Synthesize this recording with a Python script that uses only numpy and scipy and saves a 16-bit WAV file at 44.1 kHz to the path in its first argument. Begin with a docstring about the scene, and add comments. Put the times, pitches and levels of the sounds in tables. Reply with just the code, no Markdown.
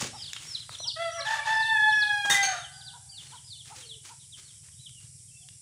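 """Farmyard rooster and timber work

A rooster crows once: harmonics through a throat filter, with flutter and rasp where the voice is rough.
A hammer scrapes and knocks on a timber frame, and feet shift in dry litter: noise bursts and crackle.
A piece of metal clatters as the crow ends: chattering contacts ring its modes. Chicks peep as gliding
whistles. Far off, harmonic tones make a yapping dog and other fowl, and an engine throbs in filtered
beats under a steady high hiss of coloured noise."""
import sys
import numpy as np
from scipy import signal
from scipy.fft import rfft, irfft
from scipy.io import wavfile
from scipy.ndimage import uniform_filter1d

SR = 44100
rng = np.random.default_rng(int(sys.argv[2]) if len(sys.argv) > 2 else 0)


def generate_wav(sig):
    """Save sig (samples, or channels by samples) to the path in sys.argv[1] as 16-bit PCM at SR."""
    pcm = np.round(np.clip(np.atleast_2d(sig).T, -1, 1) * 32767).astype(np.int16)
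    wavfile.write(sys.argv[1], SR, pcm)


N = 247621

# spectrum of the hiss: f/Hz, level/dB
HISS_SPECTRUM = [(150, -58.5), (300, -17), (600, -22.5), (1000, -31), (1600, -28.5), (2400, -16),
                 (3300, -29), (4700, -10), (5200, -6.5), (5700, -1.5), (6300, -9), (7300, -1), (8500, 3),
                 (9400, -2.5), (10500, -1.5), (11300, -15), (12200, -30.5), (15500, -30)]
HISS_DB = -52
# spectrum of the engine throb: f/Hz, level/dB
THROB_SPECTRUM = [(20, -43), (40, -22), (65, -6.5), (95, 1.5), (135, 3.5), (165, -5.5), (200, -18),
                  (260, -27), (400, -49.5), (700, -88)]
# engine loudness over time: t/s, level/dB
THROB_LEVEL = [(0.15, -56), (2.99, -57), (4.49, -60), (4.88, -54), (5.6, -59.5)]
# echoes of the yard: f/Hz, t60/s
YARD_DECAY = [(200, 0.49), (1000, 0.326), (3500, 0.516), (8000, 0.34), (15000, 0.083)]
# echoes of the far tree line: f/Hz, t60/s
TREE_LINE_DECAY = [(300, 2.2), (800, 2.214), (1600, 1.7), (2500, 0.28), (5000, 0.25), (15000, .1)]
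EDGE_HZ = 15600  # upper band limit of the recorder

# far fowl: start t/s, end t/s, start f/Hz, end f/Hz, fundamental level/dB, second harmonic level/dB,
# pitch waver/share
FAR_CALLS = [(2.549, 2.99, 768, 748.6, -81, -56, .002), (3.742, 4.018, 520, 420.4, -62, -91, 0.0456),
             (5.394, 5.49, 688, 775, -67.5, -91, .04)]
# distant dog: t/s, nominal f/Hz of the strongest harmonic, level/dB
YAPS = [(.122, 847.6, -49.5), (0.842, 948.5, -54), (2.925, 968, -54), (3.315, 949, -52), (3.695, 850, -51),
        (4.085, 925.3, -55)]

# near chicks: t/s, length/s, plunge/s, top f/Hz, relative level/dB
PEEPS = [(0.116, 0.1534, 0.049, 5575, -38.5), (0.157, 0.1558, 0.0575, 5059, -38.5),
         (0.459, 0.123, 0.0462, 5564, -33), (0.502, 0.1452, 0.049, 5210, -46),
         (0.723, 0.0407, 0.0176, 4265, -39.5), (0.784, 0.1393, 0.05205, 5940, -29.5),
         (0.794, .075, 0.035, 4203, -33.5), (1.113, 0.1148, 0.0302, 5991, -31.5),
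         (1.213, 0.0749, 0.0262, 4176, -29.5), (1.523, 0.1686, 0.0855, 5240, -34.5),
         (1.853, 0.0882, 0.0375, 4407, -38), (1.922, 0.1403, 0.057, 5701, -33.5),
         (2.542, 0.1496, 0.067, 3854, -41.5), (2.716, 0.1202, 0.0302, 4879, -43),
         (2.813, 0.104, .052, 4963, -40.5), (3.086, 0.136, .06, 4734, -40.5),
         (3.114, .05, .04, 3398, -51.5), (3.245, 0.097, 0.0337, 4420, -48.5),
         (3.351, 0.048, .03, 3940, -51.5), (3.442, .135, .077, 5127, -43),
         (3.466, 0.1668, 0.051, 4600, -47), (3.768, 0.0985, 0.056, 4056, -49),
         (3.853, 0.1064, 0.075, 4494, -42), (4.196, 0.0652, 0.051, 4350, -53.5),
         (4.321, 0.0434, 0.0367, 4013, -39.5), (4.424, 0.11, 0.062, 4630, -50.5),
         (4.789, 0.0982, 0.0303, 4000, -45), (4.92, 0.0876, 0.0487, 3170, -54.5),
         (5.312, 0.069, 0.021, 2784, -55), (5.366, 0.0803, .015, 3560, -55.5)]
# quick reflections of the peeps: delay t/s, level/dB
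REFLECTIONS = [(.006, -10.5), (.017, -12), (.034, -16.5), (.056, -15)]
PEEP_END_HZ, PEEP_JITTER = 2698, .011  # every peep plunges to the same pitch; jitter is a share of it
FLOCK_PER_S, FLOCK_DB, FLOCK_FADE_DB_PER_S = 6, -46.5, 4  # fainter chicks behind
FLOCK_HZ, FLOCK_LENGTH_S = (3720, 5516), (.07, 0.1)

# scrapes and steps in the litter: t/s, length/s, level/dB
SCUFFS = [(-.01, 0.0968, -32), (0.09, 0.65, -54), (0.361, 0.339, -49), (0.7, 0.1175, -47.5),
          (2.242, 0.059, -41.5), (3.17, 0.288, -53.5), (3.646, 0.117, -51.5), (3.74, 0.1308, -46),
          (4.031, 0.103, -48), (4.358, 0.107, -52), (4.445, 0.177, -62.5), (4.63, 0.067, -57.5),
          (4.994, 0.0873, -57.5)]
# spectrum of dry litter: f/Hz, level/dB
LITTER_SPECTRUM = [(40, -18.5), (130, 2), (300, -3), (600, -9), (1200, -3), (2000, 1), (4000, 0.5),
                   (7000, 3.5), (10000, -8.5), (12000, -24.5), (15000, -14)]
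# knocks on timber and snapping twigs: t/s, level/dB, centre f/Hz, decay/s
KNOCKS = [(0.012, -35.5, 1060, 0.0135), (.027, -33.5, 207, 0.0101), (.045, -40.5, 404, 0.0113),
          (0.333, -25.5, 4020, 0.0013), (0.3638, -34.5, 2680, 0.00384), (0.694, -35, 1060, 0.00176),
          (0.802, -41, 699, 0.0043), (2.249, -34.5, 866, 0.0099), (3.678, -47.5, 5010, 0.0043),
          (4.686, -53.5, 2010, 0.003), (4.893, -51.5, 4490, 0.0038), (5.487, -42.5, 3610, 0.002)]
# spectrum of a knock: f as a multiple of its centre, level/dB
KNOCK_BODY = [(1 / 16, -45), (1 / 5, -20), (1 / 1.7, -2), (1, 0), (1.8, -6), (2.8, -30), (8, -48)]

# modes of the metal piece: f/Hz, t60/s, relative level/dB landing flat, relative level/dB landing on its end
METAL_MODES = [(1639, 0.49, -55.5, -12), (2016.5, 0.2, 6, -29), (2387, 0.25, -22.5, -8),
               (3870, .2, -23.5, -32.5), (3700, 0.132, 3, -29.5), (4463, 0.116, -14.5, 0),
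               (5682, 0.067, -11, -46.5), (6313, 0.36, -13, -21.5), (6410, 0.18, -24, 6.5),
               (6456, .15, -11, 1.5), (7800, .15, -37.5, -34), (8575, 0.19, -28, -7.5),
               (10380, 0.131, -22, -24)]
# its landings: t/s, relative ring level/dB, crash level/dB, chatter time/s, share on its end/0-1
LANDINGS = [(2.297, -17, -26.5, 0.0427, 0.07), (2.426, -25, -35.5, 0.0247, 0.97)]
# spectrum of the metal crash: f/Hz, level/dB
CRASH_SPECTRUM = [(50, -47), (200, -33.5), (400, -25.5), (800, -3), (2000, 10), (3000, 10.5), (5000, 4.5),
                  (6500, 13), (10300, 5.5), (11500, -3.5), (13500, -7), (15200, 2)]

# throat response to the overtones: f/Hz, level/dB
THROAT = [(1900, 10), (2600, 0), (3400, 7), (4200, -10), (4700, -1), (5200, -15), (6000, -12.5),
          (6700, -17), (7500, -23), (8600, -16), (9500, -17), (11000, -25), (12500, -35), (15000, -31.5)]
# spectrum of the breathy rasp: f/Hz, level/dB
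RASP_SPECTRUM = [(450, -35.5), (650, -4.5), (900, -13.5), (1400, -7), (1800, 3), (2100, -12.5), (2700, -10),
                 (3700, -12.5), (5000, -13), (7000, -15), (10000, -31.5), (14000, -40.5)]
RASP_DB, RASP_JUDDER_DB, RASP_JUDDER_HZ = 1, 1.5, 130
FLUTTER_CLEAN, FLUTTER_ROUGH, UNDERTONE = 0.0023, .027, 0.387  # flutter as a share of pitch
PHASE_BLUR = .06  # radians per harmonic number above the third: the high overtones blur

# short syllables that open the crow: t/s, length/s, f/Hz, level/dB, second harmonic level/dB re first,
# relative overtone level/dB, roughness/0-1
SYLLABLES = [(0.956, .16, 676.7, -31, -9, -7.5, 0.11), (1.107, 0.1163, 675.1, -37.5, -4.5, -8, .16),
             (1.245, .165, 891.6, -29.5, -1, -8.5, 0.43)]
ARCH, ENDS_DB, ENDS_ROUGH = .055, -15.5, .22  # at its ends a syllable is flatter, softer and rougher
OVERTONE_SHARE = 0.27  # how far the upper harmonics follow that swell
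SYLLABLE_FADE_S = 0.016

# two strong partials of the long note: t/s, relative fundamental level/dB, relative second harmonic level/dB
LONG_PARTIALS = [(1.45, -33, -44.5), (1.482, -29.5, -29), (1.618, -26, -27.5), (1.66, -34, -30.5),
                 (1.726, -23.5, -20), (1.778, -41, -25), (1.892, -22.5, -20), (1.96, -51, -23.5),
                 (2.036, -43, -21.5), (2.074, -40, -48), (2.104, -34.5, -23.5), (2.254, -40.5, -37),
                 (2.294, -31.5, -28), (2.538, -35, -41.5), (2.62, -51.5, -42.5)]
# pitch of the long note ahead of its sinking end: t/s, f/Hz
LONG_PITCH = [(1.5, 882.1), (1.726, 890.4), (1.774, 849.1), (1.886, 860.7), (2.264, 813.2), (2.27, 816.8)]
LONG_START_S, LONG_END_S, LONG_ATTACK_S, LONG_RELEASE_S = 1.435, 2.64, 0.036, 0.048
LONG_LEVEL_DB = -0.7542  # overall level of the long note
ONSET_ROUGH, CLEAR_S = 0.8825, 0.0857  # the long note starts hoarse and clears
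# it brightens as the beak opens (relative overtone levels)
OVERTONES_START_DB, OVERTONES_TOP_DB, BRIGHTEN_S = -40, -33, 0.3
SAG_HZ_PER_S = 170  # the pitch keeps sinking as the air runs out
COLLAPSE_S, COLLAPSE_HZ_PER_S, COLLAPSE_ROUGH_PER_S = 2.42, 330, 7  # then the voice gives way
OVERTONES_FALL_DB_PER_S, COLLAPSE_FADE_DB_PER_S = 135, 28

# breaks, where a second, lower tone sounds in the syrinx: t/s, length/s, f/Hz, level/dB
BREAKS = [(1.165, .1, 566.1, -39.5), (1.344, .125, 578.7, -41.5), (2.48, 0.10112, 603.6, -42)]
# spectrum of that tone: f/Hz, level/dB
BREAK_PARTIALS = [(570, -7.5), (1140, 2), (1710, -5), (2280, -6), (2850, -13)]


def amp(db):
    """Decibels to gain."""
    return 10 ** (np.asarray(db) / 20)


def evened(x):
    """Scales to rms 1."""
    return x / np.sqrt(np.mean(x ** 2) + 1e-20)


def read(points, hz):
    """Reads a spectrum or decay table on a log-frequency axis."""
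    f, value = np.transpose(points)
    return np.interp(np.log(hz + 1), np.log(f + 1), value)


def curves(rows, t):
    """Every column of a table at the times t."""
    s, *columns = np.transpose(rows)
    return [np.interp(t, s, c) for c in columns]


def add(mix, s, sound):
    """Mixes a sound in at time s, cut to fit the scene."""
    at = round(s * SR)
    sound = sound[max(-at, 0):]
    part = mix[max(at, 0):][:len(sound)]
    part += sound[:len(part)]


def colour(x, points):
    """Gives x a spectrum, at rms 1."""
    gain = amp(read(points, np.fft.rfftfreq(len(x), 1 / SR)))
    return evened(irfft(rfft(x) * gain, len(x)))


def wander(size, hz):
    """Smooth random drift up to a rate, around rms 1."""
    f = np.fft.rfftfreq(size + SR, 1 / SR)
    spectrum = rfft(rng.standard_normal(size + SR)) / (1 + (f / hz) ** 4)
    return evened(irfft(spectrum, size + SR))[:size]


def fade(t, edge):
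    """Soft start and end."""
    return np.clip(np.minimum(t - t[0], t[-1] - t) / edge, 0, 1)


def phase_of(hz):
    """Running phase of a pitch curve."""
    return 2 * np.pi * np.cumsum(hz) / SR


def grains(size, per_s, spread_db):
    """Random tiny contacts of uneven strength."""
    hits = rng.standard_normal(size) * (rng.random(size) < per_s / SR)
    return hits * amp(spread_db * np.minimum(rng.exponential(1, size), 3))


def reverberate(x, decays):
    """Scattered echoes from trees and walls, each frequency band dying at its own rate."""
    t = np.arange(2 * SR) / SR
    taps = rng.standard_normal(len(t)) * (rng.random(len(t)) < 2000 / SR) * (t > .012)
    hz, s, z = signal.stft(taps, SR, nperseg=256)
    dying = amp(-60 * s / read(decays, hz)[:, None])
    tail = signal.istft(z * dying, SR, nperseg=256)[1]
    return signal.fftconvolve(x, tail / np.linalg.norm(tail))[:N]


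def yard(x):
    """Quick echoes close by, and a faint long roll from the tree line."""
    return reverberate(x, YARD_DECAY) + amp(-19.5) * reverberate(x, TREE_LINE_DECAY)


def hiss():
    """An even high hiss of coloured noise."""
    return colour(rng.standard_normal(N), HISS_SPECTRUM) * amp(HISS_DB)


def engine():
    """Uneven firing beats of a far engine, mixed with noise and kept to the bass."""
    turns = np.cumsum(19.5 * (1 + 0.09919 * wander(N, hz=4.4))) / SR
    # one click each time the turn count steps up
    beats = np.diff(np.floor(turns), prepend=0) * (1 + 0.22 * wander(N, hz=38.91))
    throb = colour(evened(beats) + rng.standard_normal(N), THROB_SPECTRUM)
    return throb * amp(curves(THROB_LEVEL, np.arange(N) / SR)[0])


def far_fowl():
    """Held, wavering notes of two harmonics."""
    out = np.zeros(N)
    for start, end, start_hz, end_hz, first_db, second_db, waver in FAR_CALLS:
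        t = np.arange(start, end, 1 / SR)
        glide = np.linspace(start_hz, end_hz, len(t))
        phase = phase_of(glide * (1 + waver * wander(len(t), hz=89.7)))
        tone = amp(first_db) * np.sin(phase) + amp(second_db) * np.sin(2 * phase)
        add(out, start, fade(t, 0.0425) * amp(2 * wander(len(t), hz=25)) * tone)
    return out


def far_dog():
    """Short rough yaps, pitch and loudness rising and falling in one arch."""
    out, t = np.zeros(N), np.arange(0, .06, 1 / SR)
    arch = np.sin(np.pi * t / t[-1])
    for s, hz, db in YAPS:
        phase = phase_of(hz / 2 * (.78 + .25 * arch + .045 * wander(len(t), hz=200)))
        tone = 0.078 * np.sin(phase) + np.sin(2 * phase) + 0.32 * np.sin(3 * phase)
        add(out, s, amp(db) * evened(arch * tone))
    return out


def peep(start, length, plunge, top_hz, db):
    """A thin whistle that creeps in, arches, and grows loud as it plunges."""
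    t = np.arange(0, length, 1 / SR)
    knee = max(length - plunge, .005)
    marks = [0, .35 * knee, knee, knee + .4 * (length - knee), length]
    mid_hz = 0.43 * top_hz + .55 * PEEP_END_HZ
    hz = np.interp(t, marks, [.95 * top_hz, top_hz, .94 * top_hz, mid_hz, PEEP_END_HZ])
    hz = uniform_filter1d(hz, 500) * (1 + PEEP_JITTER * wander(len(t), hz=115.6))
    swell_db = np.interp(t, marks, [-13.5, -13, -9.5, -1.0, -18.5])
    level_db = db + swell_db + 3 * wander(len(t), hz=60.4)
    return start, np.sqrt(2) * amp(level_db) * fade(t, 0.004) * np.sin(phase_of(hz))


def flock():
    """Faint peeps at random, heard only by their echoes in the yard."""
    out = np.zeros(N)
    for k, (when, size, pitch) in enumerate(rng.random((int(FLOCK_PER_S * N / SR), 3))):
        s = (k + when) / FLOCK_PER_S
        length = np.interp(size, [0, 1], FLOCK_LENGTH_S)
        top_hz = np.interp(pitch, [0, 1], FLOCK_HZ)
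        add(out, *peep(s, length, length / 2, top_hz, FLOCK_DB - FLOCK_FADE_DB_PER_S * s))
    return reverberate(out, YARD_DECAY)


def chicks():
    """The near peeps, smeared by a few quick reflections from posts and walls."""
    out = np.zeros(N)
    for row in PEEPS:
        add(out, *peep(*row))
    direct = out.copy()
    for delay, db in REFLECTIONS:
        add(out, delay, amp(db) * direct)
    return amp(-0.5) * out


def scuffs():
    """Clumps of crackle where things drag through dry litter."""
    out = np.zeros(N)
    for s, length, db in SCUFFS:
        u = np.linspace(0, 1, int(length * SR))
        stroke = np.interp(u, [0, .2, .55, 1], [.08, 1, 0.669, 0.046])
        stroke = stroke * amp(2.4 * wander(len(u), hz=58.9))
        crackle = colour(grains(len(u), per_s=9000, spread_db=1.5), LITTER_SPECTRUM)
        add(out, s, amp(db) * stroke * crackle)
    return out


def knocks():
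    """Dead knocks: noise around a centre frequency, dying fast with a faint longer tail."""
    out, t = np.zeros(N), np.arange(SR // 8) / SR
    for s, db, hz, decay in KNOCKS:
        body = [(hz * ratio, body_db) for ratio, body_db in KNOCK_BODY]
        dying = 1.24 * np.exp(-t / decay) + 0.025 * np.exp(-t / 0.023)
        knock = colour(rng.standard_normal(len(t)), body) * dying
        add(out, s, amp(db) * knock * np.linalg.norm(dying) / np.linalg.norm(knock))
    return out


def metal():
    """Each landing is a burst of chattering contacts that pumps up the metal's modes."""
    out, t = np.zeros(N), np.arange(SR // 2) / SR
    loud = SR // 16  # opening samples that set the level
    for s, ring_db, crash_db, chatter, on_end in LANDINGS:
        contacts = grains(len(t), per_s=5000, spread_db=-2.5)
        dying = np.minimum(.5 + t / 0.01, 1) * np.exp(-np.maximum(t - .025, 0) / chatter)
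        crash = colour(contacts, CRASH_SPECTRUM) * dying
        add(out, s, amp(crash_db) * crash / np.std(crash[:loud]))
        for hz, t60, flat_db, end_db in METAL_MODES:
            mode = amp(-60 * t / t60) * np.sin(2 * np.pi * hz * t)
            ring = signal.fftconvolve(contacts * dying, mode)[:len(t)]
            mode_db = ring_db + np.interp(on_end, [0, 1], [flat_db, end_db]) - 13.0
            add(out, s, amp(mode_db) * ring / np.std(ring[:2 * loud]))
    return out


def syrinx(t, hz, first_db, second_db, over_db, rough):
    """A stack of harmonics through the throat; roughness adds flutter, side tones and rasp."""
    size = len(t)
    rough = np.clip(rough, 0, 1)
    flutter = FLUTTER_CLEAN + FLUTTER_ROUGH * rough
    phase = phase_of(hz * (1 + flutter * (wander(size, hz=166.37) + 0.5 * wander(size, hz=36.2))))
    orders = np.arange(3, 20)[:, None]
    throat = amp(read(THROAT, orders * hz))
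    # the third and fourth harmonics together set the overtone level
    throat *= amp(over_db - 4.0) / np.linalg.norm(throat[:2], axis=0)
    gains = np.vstack([amp(first_db), amp(second_db), throat])
    voice = np.zeros(size)
    for k, gain in enumerate(gains, 1):
        blur = PHASE_BLUR * max(k - 3, 0) * wander(size, hz=150)
        partial = gain * np.cos(k * phase + rng.uniform(0, 2 * np.pi) + blur)
        # the overtones waver unevenly in level, as when echoes interfere
        voice += np.sqrt(2) * partial * amp((3.3 if k > 2 else .3) * wander(size, hz=40.68))
    # the loudness beats unevenly, as with close reflections, more when rough
    voice *= 1 + 14 * flutter * wander(size, hz=75)
    voice *= amp(np.minimum(170 * flutter, 3) * wander(size, hz=38))
    # when very rough, every third cycle is stronger: side tones between the harmonics
    voice *= 1 + UNDERTONE * rough ** 2 * np.cos(phase / 3 + 0.66 * wander(size, hz=40))
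    breath = rng.standard_normal(size) * (1 + 0.23 * np.cos(phase))
    rasp = colour(breath, RASP_SPECTRUM) * amp(RASP_JUDDER_DB * wander(size, hz=RASP_JUDDER_HZ))
    return voice + rasp * amp(RASP_DB) * rough ** 1.286 * np.linalg.norm(gains, axis=0)


def syllable(start, length, hz, db, second_db, over_db, rough):
    """Pitch, loudness and clearness follow one arch of effort."""
    t = np.arange(0, length, 1 / SR)
    slack = 1 - np.sin(np.pi * t / length)
    droop_db = ENDS_DB * slack
    upper_db = db + OVERTONE_SHARE * droop_db
    voice = syrinx(t, hz * (1 - ARCH * slack), db + droop_db, upper_db + second_db,
                   upper_db + over_db, rough + ENDS_ROUGH * slack ** 2)
    return start, voice * fade(t, SYLLABLE_FADE_S)


def long_note():
    """Starts hoarse, clears, sinks slowly and collapses into a rasp."""
    t = np.arange(LONG_START_S, LONG_END_S, 1 / SR)
    age, spent = t - t[0], np.maximum(t - COLLAPSE_S, 0)
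    hz = uniform_filter1d(curves(LONG_PITCH, t)[0], 800)
    hz = hz - SAG_HZ_PER_S * np.maximum(t - LONG_PITCH[-1][0], 0) - COLLAPSE_HZ_PER_S * spent
    rough = ONSET_ROUGH * np.exp(-age / CLEAR_S) + COLLAPSE_ROUGH_PER_S * spent
    over_db = np.interp(age, [0, BRIGHTEN_S], [OVERTONES_START_DB, OVERTONES_TOP_DB])
    over_db = over_db - OVERTONES_FALL_DB_PER_S * spent
    first_db, second_db = curves(LONG_PARTIALS, t)
    envelope = np.minimum(age / LONG_ATTACK_S, 1) * np.minimum((t[-1] - t) / LONG_RELEASE_S, 1)
    envelope = envelope * amp(LONG_LEVEL_DB - COLLAPSE_FADE_DB_PER_S * spent)
    return t[0], envelope * syrinx(t, hz, first_db, second_db, over_db, rough)


def voice_break(start, length, hz, db):
    """A brief, unsteady lower tone that slides down."""
    t = np.arange(0, length, 1 / SR)
    phase = phase_of(hz * (1 - .4 * (t - length / 2) + .014 * wander(len(t), hz=120)))
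    tone = np.zeros(len(t))
    for k in range(1, 6):
        level_db = read(BREAK_PARTIALS, k * hz) + 5.1 * wander(len(t), hz=60)
        tone += amp(level_db) * np.sin(k * phase)
    return start, amp(db) * evened(tone) * fade(t, 0.036)


def rooster():
    """Short syllables and a long note, with lower tones where the voice breaks."""
    out = np.zeros(N)
    for row in SYLLABLES:
        add(out, *syllable(*row))
    add(out, *long_note())
    for row in BREAKS:
        add(out, *voice_break(*row))
    # a high-pass keeps the low side tones of the voice faint
    return signal.sosfilt(signal.butter(8, 570, "high", fs=SR, output="sos"), out)


def scene():
    """Mixes the dry sources with their yard echoes, the flock, engine and hiss."""
    far, peeps, near, crow = far_fowl() + far_dog(), chicks(), scuffs() + knocks() + metal(), rooster()
    sends = amp(-14.5) * far + amp(-13.0) * peeps + amp(-10.5) * near + amp(-10.0) * crow
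    return (hiss() + engine() + far + flock() + peeps + near + crow + yard(sends))[None]


def record(dry):
    """The recorder's band limit: a steep low-pass."""
    low_pass = signal.firwin(511, EDGE_HZ, window=("kaiser", 9), fs=SR)
    return signal.oaconvolve(dry, low_pass[None], "same")


dry = scene()
out = record(dry)
generate_wav(out)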